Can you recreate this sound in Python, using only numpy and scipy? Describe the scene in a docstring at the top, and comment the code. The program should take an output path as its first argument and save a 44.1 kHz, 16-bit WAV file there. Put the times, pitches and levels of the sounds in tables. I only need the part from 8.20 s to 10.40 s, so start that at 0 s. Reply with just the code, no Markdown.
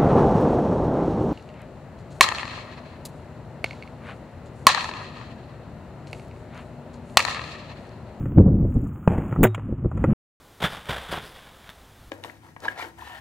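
"""A shotgun fires in an open field at clay shooting, heard by a small cased microphone fixed to the gun.
The blast is shaped noise with a bright case rattle; the barrel rings as decaying sines and the action clacks.
Earlier a nearby shot cracks as a pressure pulse and rolls round the slopes as scattered echoes.
Knocks and soft gust puffs excite the case's resonances, and wind noise buffets the case as the gun swings.
Air hiss, rustle and rubs lie beneath; the sound stops dead."""
import sys
import numpy as np
from scipy import signal
from scipy.fft import rfft, irfft
from scipy.io import wavfile
from scipy.ndimage import uniform_filter1d

SR = 44100
rng = np.random.default_rng(int(sys.argv[2]) if len(sys.argv) > 2 else 0)


def master_out(mix):
    """Clip the mix to full scale and print it as 16-bit PCM to the path in sys.argv[1]."""
    frames = np.transpose(np.atleast_2d(mix))
    ceiling = np.clip(frames, -1, 1)
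    pcm = np.round(ceiling * 32767).astype(np.int16)
    wavfile.write(sys.argv[1], SR, pcm)


N = 97020
T = np.arange(N) / SR
ATTACK_S = 0.00051  # shared by the sharp sounds

SHOT_S, SHOT_DB, SHOT_HOLD_S, SHOT_T60_S = 1.231, -14.5, 0.02, 0.064
RATTLE_DB, RATTLE_HOLD_S, RATTLE_T60_S = -23, 0.009, 0.06
RATTLE_HITS_PER_S, RATTLE_SPREAD_DB = 11000, 4.5
BLAST_EVEN_S = 0.011
# Tone of the muzzle blast: f/Hz, relative level/dB
BLAST_SPECTRUM = [(60, -11.5), (200, -0.5), (500, 3.5), (900, -5.5), (1900, -7), (2600, -21), (3500, -24),
                  (4100, -54.5), (6000, -49.5)]
# Tone of the rattling case: f/Hz, relative level/dB
RATTLE_SPECTRUM = [(3800, -29), (5800, -25), (6500, -13.5), (7100, -2.5), (7900, -15), (9300, -5),
                   (11000, -21), (12500, -14), (13800, -3), (15500, 1), (16500, -28)]


def own_shot():
    """The blast shakes the case, which rattles as dense bright impacts; the barrel rings on."""
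    blast = evened(coloured(BLAST_SPECTRUM), BLAST_EVEN_S)
    blast = from_db(SHOT_DB) * blast * burst(SHOT_S, ATTACK_S, SHOT_HOLD_S, SHOT_T60_S)
    rattle = coloured(RATTLE_SPECTRUM, grains(RATTLE_HITS_PER_S, RATTLE_SPREAD_DB))
    rattle = from_db(RATTLE_DB) * rattle * burst(SHOT_S, ATTACK_S, RATTLE_HOLD_S, RATTLE_T60_S)
    return blast + rattle + barrel()


BARREL_DB, BARREL_DELAY_S = -18, .012
# Limit of the starting sharpness for low modes (share of pitch), and its settling time constant
BARREL_SAG, BARREL_SETTLE_S = 0.09, 0.05
SAG_HALF_HZ = 1300  # a mode this high sags half as much
# Ringing modes of the barrel: settled f/Hz, relative level/dB, t60/s
BARREL_MODES = [(105, 0.5, 0.76), (210, 2.5, 0.14), (358, 5, .17), (462, 3, .08), (585, -1, 0.1),
                (765, -13, 0.14), (3500, -31, 0.13), (3735, -32, 0.27)]


def barrel():
    """The barrel's modes start a little sharp, the low ones most, and settle as they die away."""
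    start = SHOT_S + BARREL_DELAY_S
    age = np.maximum(T - start, 0)
    # Extra phase time that the initial sharpness adds up to
    lead = BARREL_SAG * BARREL_SETTLE_S * (1 - np.exp(-age / BARREL_SETTLE_S))
    out = np.zeros(N)
    for hz, db, t60 in BARREL_MODES:
        phase_time = age + lead / (1 + hz / SAG_HALF_HZ)
        mode = np.sin(2 * np.pi * hz * phase_time)
        out += from_db(BARREL_DB + db) * mode * burst(start, ATTACK_S, 0, t60)
    return out


CLACK_HOLD_S, CLACK_T60_S = 0.0034, 0.032
# Steel parts of the action striking: t/s, level/dB
ACTION_CLACKS = [(1.2365, -18.5), (1.2695, -34), (1.3462, -29.5)]
# Tone of the steel: f/Hz, relative level/dB
CLACK_SPECTRUM = [(500, -2), (1150, 11.5), (1900, -0.5), (2400, 6.5), (3500, -4), (4200, -32.5),
                  (5700, -27), (7000, -5), (8500, -18), (12000, -29.5), (15000, -25)]


def action():
    """Short steely noise bursts as the gun's parts hit their stops."""
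    hits = sum(from_db(db) * burst(s, ATTACK_S, CLACK_HOLD_S, CLACK_T60_S) for s, db in ACTION_CLACKS)
    return coloured(CLACK_SPECTRUM) * hits


# REPORT_DB is the pulse level before its edge is softened
REPORT_S, REPORT_DB, REPORT_PULSE_S, REPORT_EDGE_HZ = .8760, 2.7, .0007, 1450
BOUNCE_S, BOUNCE_DB = 0.001584, -16  # delay and level relative to the direct pulse
SNAP_DB, SNAP_T60_S = -52, .025
EARLY_DB, EARLY_T60_S = -13, .04
ROLL_DB, ROLL_RISE_S, ROLL_T60_S = -28.3, 0.034, 0.8
FLEX_TOP_HZ, ECHOES_PER_S, ECHO_SPREAD_DB = 2700, 2500, 3
# Flexing modes of the case, before the top is softened: f/Hz, level/dB, t60/s
FLEX_MODES = [(165.7, 1.5, 0.022), (840, -14, 0.018), (2500, -25.5, 0.02)]
# Tone of the echoes off ground and slopes: f/Hz, relative level/dB
ROLL_SPECTRUM = [(80, -5.5), (250, 4), (500, -1), (900, -4), (1500, -16), (2700, -25), (3400, -38),
                 (4200, -62), (6000, -52.5), (7000, -38.5), (8500, -46)]


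def nearby_shot():
    """A blast pulse and ground bounce; the case flexes as the bounce lands; ground and slopes echo."""
    age = np.maximum(T - REPORT_S, 0) / REPORT_PULSE_S
    # Pressure jump that decays through zero into suction
    pulse = (T > REPORT_S) * (1 - age) * np.exp(-age)
    pulse = pulse + from_db(BOUNCE_DB) * np.interp(T - BOUNCE_S, T, pulse)
    crack = from_db(REPORT_DB) * low_pass(pulse, REPORT_EDGE_HZ, order=6)

    bounce_hit = click(REPORT_S + BOUNCE_S)
    flex = sum(from_db(db) * ring(bounce_hit, hz, t60) for hz, db, t60 in FLEX_MODES)
    flex = low_pass(flex, FLEX_TOP_HZ, order=8)

    scatter = from_db(EARLY_DB) * burst(REPORT_S, ATTACK_S, 0, EARLY_T60_S)
    roll = from_db(ROLL_DB) * burst(REPORT_S, ROLL_RISE_S, ROLL_RISE_S, ROLL_T60_S)
    echoes = coloured(ROLL_SPECTRUM, grains(ECHOES_PER_S, ECHO_SPREAD_DB))
    snap = from_db(SNAP_DB) * rng.standard_normal(N) * burst(REPORT_S, ATTACK_S, 0, SNAP_T60_S)
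    return (scatter + roll) * echoes + flex - crack + snap


# Upper edges of the thud, body and clack mode groups; ticks lie above
THUD_TOP_HZ, BODY_TOP_HZ, CLACK_TOP_HZ = 250, 700, 5047
# Knocks and soft gust puffs on the case, drive per mode group:
# t/s, thud level/dB, body level/dB, clack level/dB, tick level/dB, top of the clack drive f/Hz
KNOCKS_AND_PUFFS = [(.056, -23, -21, -32.5, -58.5, 2500), (.189, -7, -6, -28, -74, 1110),
                    (.279, -11, -14, -23.5, -81.5, 948), (.449, -16, -17, -32, -81, 900),
                    (.982, -13, -19, -28.5, -54, 2500), (1.125, -12.5, -21, -21.5, -56, 2200),
                    (1.16, -19.5, -18, -17, -61, 1240), (1.378, -22, -23, -29, -62.5, 2020),
                    (1.49, -24, -24, -39, -78, 900), (1.524, -22, -20, -31, -74.5, 1036),
                    (1.645, -14, -17, -26, -77, 1114), (1.656, -18, -18, -27.5, -74, 955),
                    (1.714, -25, -28, -22, -66, 1200), (1.774, -22, -22, -31, -54.5, 2500),
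                    (1.84, -12.5, -6.5, -12, -47.5, 2000)]
# Light contacts that drive only the tick modes: t/s, drive level/dB
LIGHT_TICKS = [(.503, -60), (.542, -52), (.64, -58), (.673, -54), (1.08, -56)]
# Ringing modes of the case: f/Hz, level relative to the drive/dB, t60/s
CASE_MODES = [(134, -1, 0.044), (331.7, -2.5, 0.024), (537, -6, 0.02), (780, -7, .016), (1150, -7, 0.013),
              (1350, -6.5, 0.02), (1950, -9, 0.012), (2500, -17, 0.022), (3200, -18, 0.017),
              (7050, 0, .008), (8900, -1, .004)]


def knocks_and_puffs():
    """Knocks and soft gust puffs ring the case's modes, from thud to tick; the lightest only tick."""
    drives = np.zeros((4, N))
    for s, thud_db, body_db, clack_db, tick_db, top_hz in KNOCKS_AND_PUFFS:
        push = impact(s)
        drives[0] += from_db(thud_db) * push
        drives[1] += from_db(body_db) * push
        drives[2] += from_db(clack_db) * low_pass(push, top_hz, order=4)
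        drives[3] += from_db(tick_db) * push
    drives[3] += sum(from_db(db) * impact(s) for s, db in LIGHT_TICKS)

    groups = np.zeros((4, N))
    for k, (hz, db, t60) in enumerate(CASE_MODES):
        group = np.searchsorted([THUD_TOP_HZ, BODY_TOP_HZ, CLACK_TOP_HZ], hz)
        polarity = (-1) ** k
        groups[group] += polarity * from_db(db) * ring(drives[group], hz, t60)
    thud, body, clack, tick = groups
    return low_pass(thud + body, BODY_TOP_HZ, order=2) + clack + tick


CHATTER_DB, CHATTER_T60_S = -0.5, .05  # chatter energy relative to the first click


def impact(s):
    """One click and the decaying noise chatter that follows it."""
    chatter = rng.standard_normal(N) * burst(s, ATTACK_S, 0, CHATTER_T60_S)
    return click(s) + from_db(CHATTER_DB) * chatter / np.linalg.norm(chatter) + 1e-18


GUST_TEAR, GUST_TEAR_DB = 1.675, -7  # tear grows as this power of the wind gain
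BUFFET_LIMIT, BUFFET_TOP_HZ = 0.87, 1280  # limit is an amplitude
EVEN_S, LUMP_DB, LUMPS_PER_S = 0.022, 1.5, 22
# Level of the wind noise as heard, before limiting; it sinks after the gun fires: t/s, level/dB
WIND_LEVEL = [(0, -26.5), (.148, -28), (.175, -8), (.205, -6.5), (.24, -15), (.265, -13), (.36, -18),
              (.46, -17.5), (.53, -28), (.56, -17), (.61, -24), (.8, -37), (.86, -37), (.91, -18.5),
              (.99, -28.5), (1.172, -32), (1.19, -14), (1.22, -11), (1.255, -17), (1.275, -50), (1.47, -32),
              (1.535, -26), (1.56, -35.5), (1.62, -29.5), (1.655, -20), (1.72, -37), (1.76, -23.5),
              (1.865, -23), (1.885, -13), (1.93, -18)]
# Tone of the low buffeting: f/Hz, relative level per Hz/dB
BUFFET_SPECTRUM = [(20, -8), (45, -2), (90, 3.5), (170, -0.5), (260, -5), (400, -19.5), (650, -32.5),
                   (1000, -44.5), (1600, -52)]
# Tone of the brighter tearing: f/Hz, relative level/dB
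TEAR_SPECTRUM = [(150, -10), (260, 2), (480, -5), (750, -19.5), (1200, -35)]


def wind():
    """Lumpy buffeting follows the wind level and saturates at its strongest, which tears more brightly."""
    lumps = from_db(LUMP_DB * coloured([(LUMPS_PER_S / 2, 0), (LUMPS_PER_S, 0)]))
    wind_gain = level(WIND_LEVEL)
    buffet = wind_gain * evened(coloured(BUFFET_SPECTRUM), EVEN_S)
    tear = from_db(GUST_TEAR_DB) * wind_gain ** GUST_TEAR * evened(coloured(TEAR_SPECTRUM), EVEN_S)
    limited = BUFFET_LIMIT * np.tanh(lumps * (buffet + tear) / BUFFET_LIMIT)
    return low_pass(limited, BUFFET_TOP_HZ, order=4)


# Jolts of pressure on the microphone: t/s, peak level/dB, width/s
PRESSURE_JOLTS = [(.1838, 1, .0012), (1.2153, -4, .0015), (1.8825, -4, .0024)]


def jolts():
    """Single hard pushes on the case as gusts build: a negative peak with a positive lobe each side."""
    out = np.zeros(N)
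    for s, db, width_s in PRESSURE_JOLTS:
        u = (T - s) / width_s
        out -= from_db(db) * (1 - u * u) * np.exp(-u * u / 2)
    return out


RUB_HZ, RUB_T60_S, RUB_WIDTH_S = 1250, .006, .014
# Soft rubs on the case: t/s, level at the top of the swell/dB
CASE_RUBS = [(.665, -51), (.722, -52), (.77, -54), (.845, -50)]


def rubs():
    """Soft rubs swell and fade as noise in one middle resonance of the case."""
    swells = sum(from_db(db) * np.exp(-((T - s) / RUB_WIDTH_S) ** 2) for s, db in CASE_RUBS)
    resonance = ring(rng.standard_normal(N), RUB_HZ, RUB_T60_S)
    return swells * coloured([(RUB_HZ, 0)], resonance)


TICKS_PER_S, TICK_SPREAD_DB = 450, 1.5
# Fine ticking of the mount over time: t/s, level/dB
MOUNT_LEVEL = [(0, -69), (.25, -90), (.6, -68), (.8, -75), (.9, -71), (1.15, -70), (1.6, -87), (1.8, -74),
               (1.93, -73)]
# Tone of the ticking: f/Hz, relative level/dB
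MOUNT_SPECTRUM = [(5500, -25), (7000, 3.5), (7800, -4), (9300, -3), (11000, -10), (15000, -3)]


def rustle():
    """Dense tiny ticks as the mount shifts, made from shaped random impulses."""
    return level(MOUNT_LEVEL) * coloured(MOUNT_SPECTRUM, grains(TICKS_PER_S, TICK_SPREAD_DB))


SCUFFS_PER_S, SCUFF_SPREAD_DB, SCUFF_DB = 500, 4.7, -2.5  # SCUFF_DB is relative to the smooth hiss
# Hiss of the open field over time: t/s, level/dB
FIELD_LEVEL = [(0, -52), (.15, -52.5), (.35, -58), (.55, -54), (.8, -55), (1.15, -45.5), (1.29, -51.5),
               (1.4, -49), (1.58, -56), (1.72, -57), (1.8, -47), (1.93, -43)]
# Tone of the field hiss: f/Hz, relative level/dB
FIELD_SPECTRUM = [(200, 0), (350, 7), (600, 7), (1250, 6), (1900, -5), (2800, -10), (3400, -20),
                  (4100, -40), (5900, -38.5), (7000, -27), (12000, -42)]


def air():
    """The noise hiss of the field, roughened by small scuffs on the case."""
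    scuffs = coloured(FIELD_SPECTRUM, grains(SCUFFS_PER_S, SCUFF_SPREAD_DB))
    return level(FIELD_LEVEL) * rms_one(coloured(FIELD_SPECTRUM) + from_db(SCUFF_DB) * scuffs)


# Thin high hiss over time: t/s, level/dB
THIN_HISS_LEVEL = [(1.23, -72), (1.3, -90), (1.7, -88), (1.9, -72)]
# Tone of the thin hiss: f/Hz, relative level per Hz/dB
THIN_HISS_SPECTRUM = [(12500, -25), (15200, 0), (16500, -15)]


def hiss():
    """A thin, very high noise drops away after the gun fires and returns near the end."""
    return level(THIN_HISS_LEVEL) * coloured(THIN_HISS_SPECTRUM)


def from_db(db):
    """Decibels to gain."""
    return 10 ** (np.asarray(db) / 20)


def rms_one(x):
    """Scale to unit power."""
    return x / np.sqrt(np.mean(x ** 2) + 1e-20)


def level(rows):
    """Gain along a curve of t/s, level/dB."""
    return from_db(np.interp(T, *np.transpose(rows)))


def coloured(spectrum, source=None):
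    """Shape white noise, or a given source, to a spectrum of f/Hz, level/dB; rms 1."""
    if source is None:
        source = rng.standard_normal(N)
    hz, db = np.transpose(spectrum)
    log_f = np.log(np.maximum(np.arange(N // 2 + 1) * SR / N, 1))
    # Beyond the end points the gain falls by 12 dB per octave
    outside = np.maximum(np.log(hz[0]) - log_f, 0) + np.maximum(log_f - np.log(hz[-1]), 0)
    gain = from_db(np.interp(log_f, np.log(hz), db)) * np.exp(-2 * outside)
    return rms_one(irfft(rfft(source) * gain, N))


def evened(x, span_s):
    """Take the slow chance swings out of a noise by dividing by its local rms."""
    size = max(int(span_s * SR), 2)
    power = uniform_filter1d(uniform_filter1d(x * x, size), size)
    return x / np.sqrt(power + 1e-9)


def burst(start, attack, hold, t60):
    """Envelope: linear attack and exponential release; hold counts from the start."""
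    age = T - start
    release = from_db(-60 * np.maximum(age - hold, 0) / t60)
    return np.clip(age / attack, 0, 1) * release


def click(s):
    """A unit impulse at time s."""
    return 1. * (np.arange(N) == int(s * SR))


def ring(drive, hz, t60):
    """A decaying resonance: a unit click sets a sine of starting height 1 ringing."""
    r = from_db(-60 / (t60 * SR))  # decay per sample
    w = 2 * np.pi * hz / SR
    return signal.lfilter([0, np.sin(w)], [1, -2 * r * np.cos(w), r * r], drive + 1e-18)


def grains(per_s, spread_db):
    """Random tiny impacts of uneven size and either polarity."""
    sizes = from_db(spread_db * np.minimum(rng.exponential(1, N), 5)) * rng.choice([-1, 1], N)
    return sizes * (rng.random(N) < per_s / SR)


def low_pass(x, hz, order):
    """Soften the treble."""
    return signal.sosfilt(signal.butter(order, hz, fs=SR, output="sos"), x)


BALANCE_DB = 0.14  # first channel over second


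def scene():
    """One microphone feeds both channels at slightly different levels."""
    gun = own_shot() + action()
    case = knocks_and_puffs() + rubs() + rustle()
    weather = wind() + jolts() + air() + hiss()
    mono = gun + nearby_shot() + case + weather
    return mono * from_db([[BALANCE_DB / 2], [-BALANCE_DB / 2]])


CEILING, CLIP_KNEE = 1.0, 16  # amplitude; a higher knee bends later and harder
STOP_S, FADE_S, CUTOFF_HZ = 1.934, .001, 17000


def record(dry):
    """The loudest peaks overload; the sound stops dead and the top is cut."""
    clipped = dry / (1 + np.abs(dry / CEILING) ** CLIP_KNEE) ** (1 / CLIP_KNEE)
    gate = np.clip((STOP_S - T) / FADE_S, 0, 1)
    top_cut = signal.cheby2(12, 60, CUTOFF_HZ, fs=SR, output="sos")  # 60 dB down from the cutoff up
    return signal.sosfilt(top_cut, clipped * gate)


dry = scene()
out = record(dry)
master_out(out)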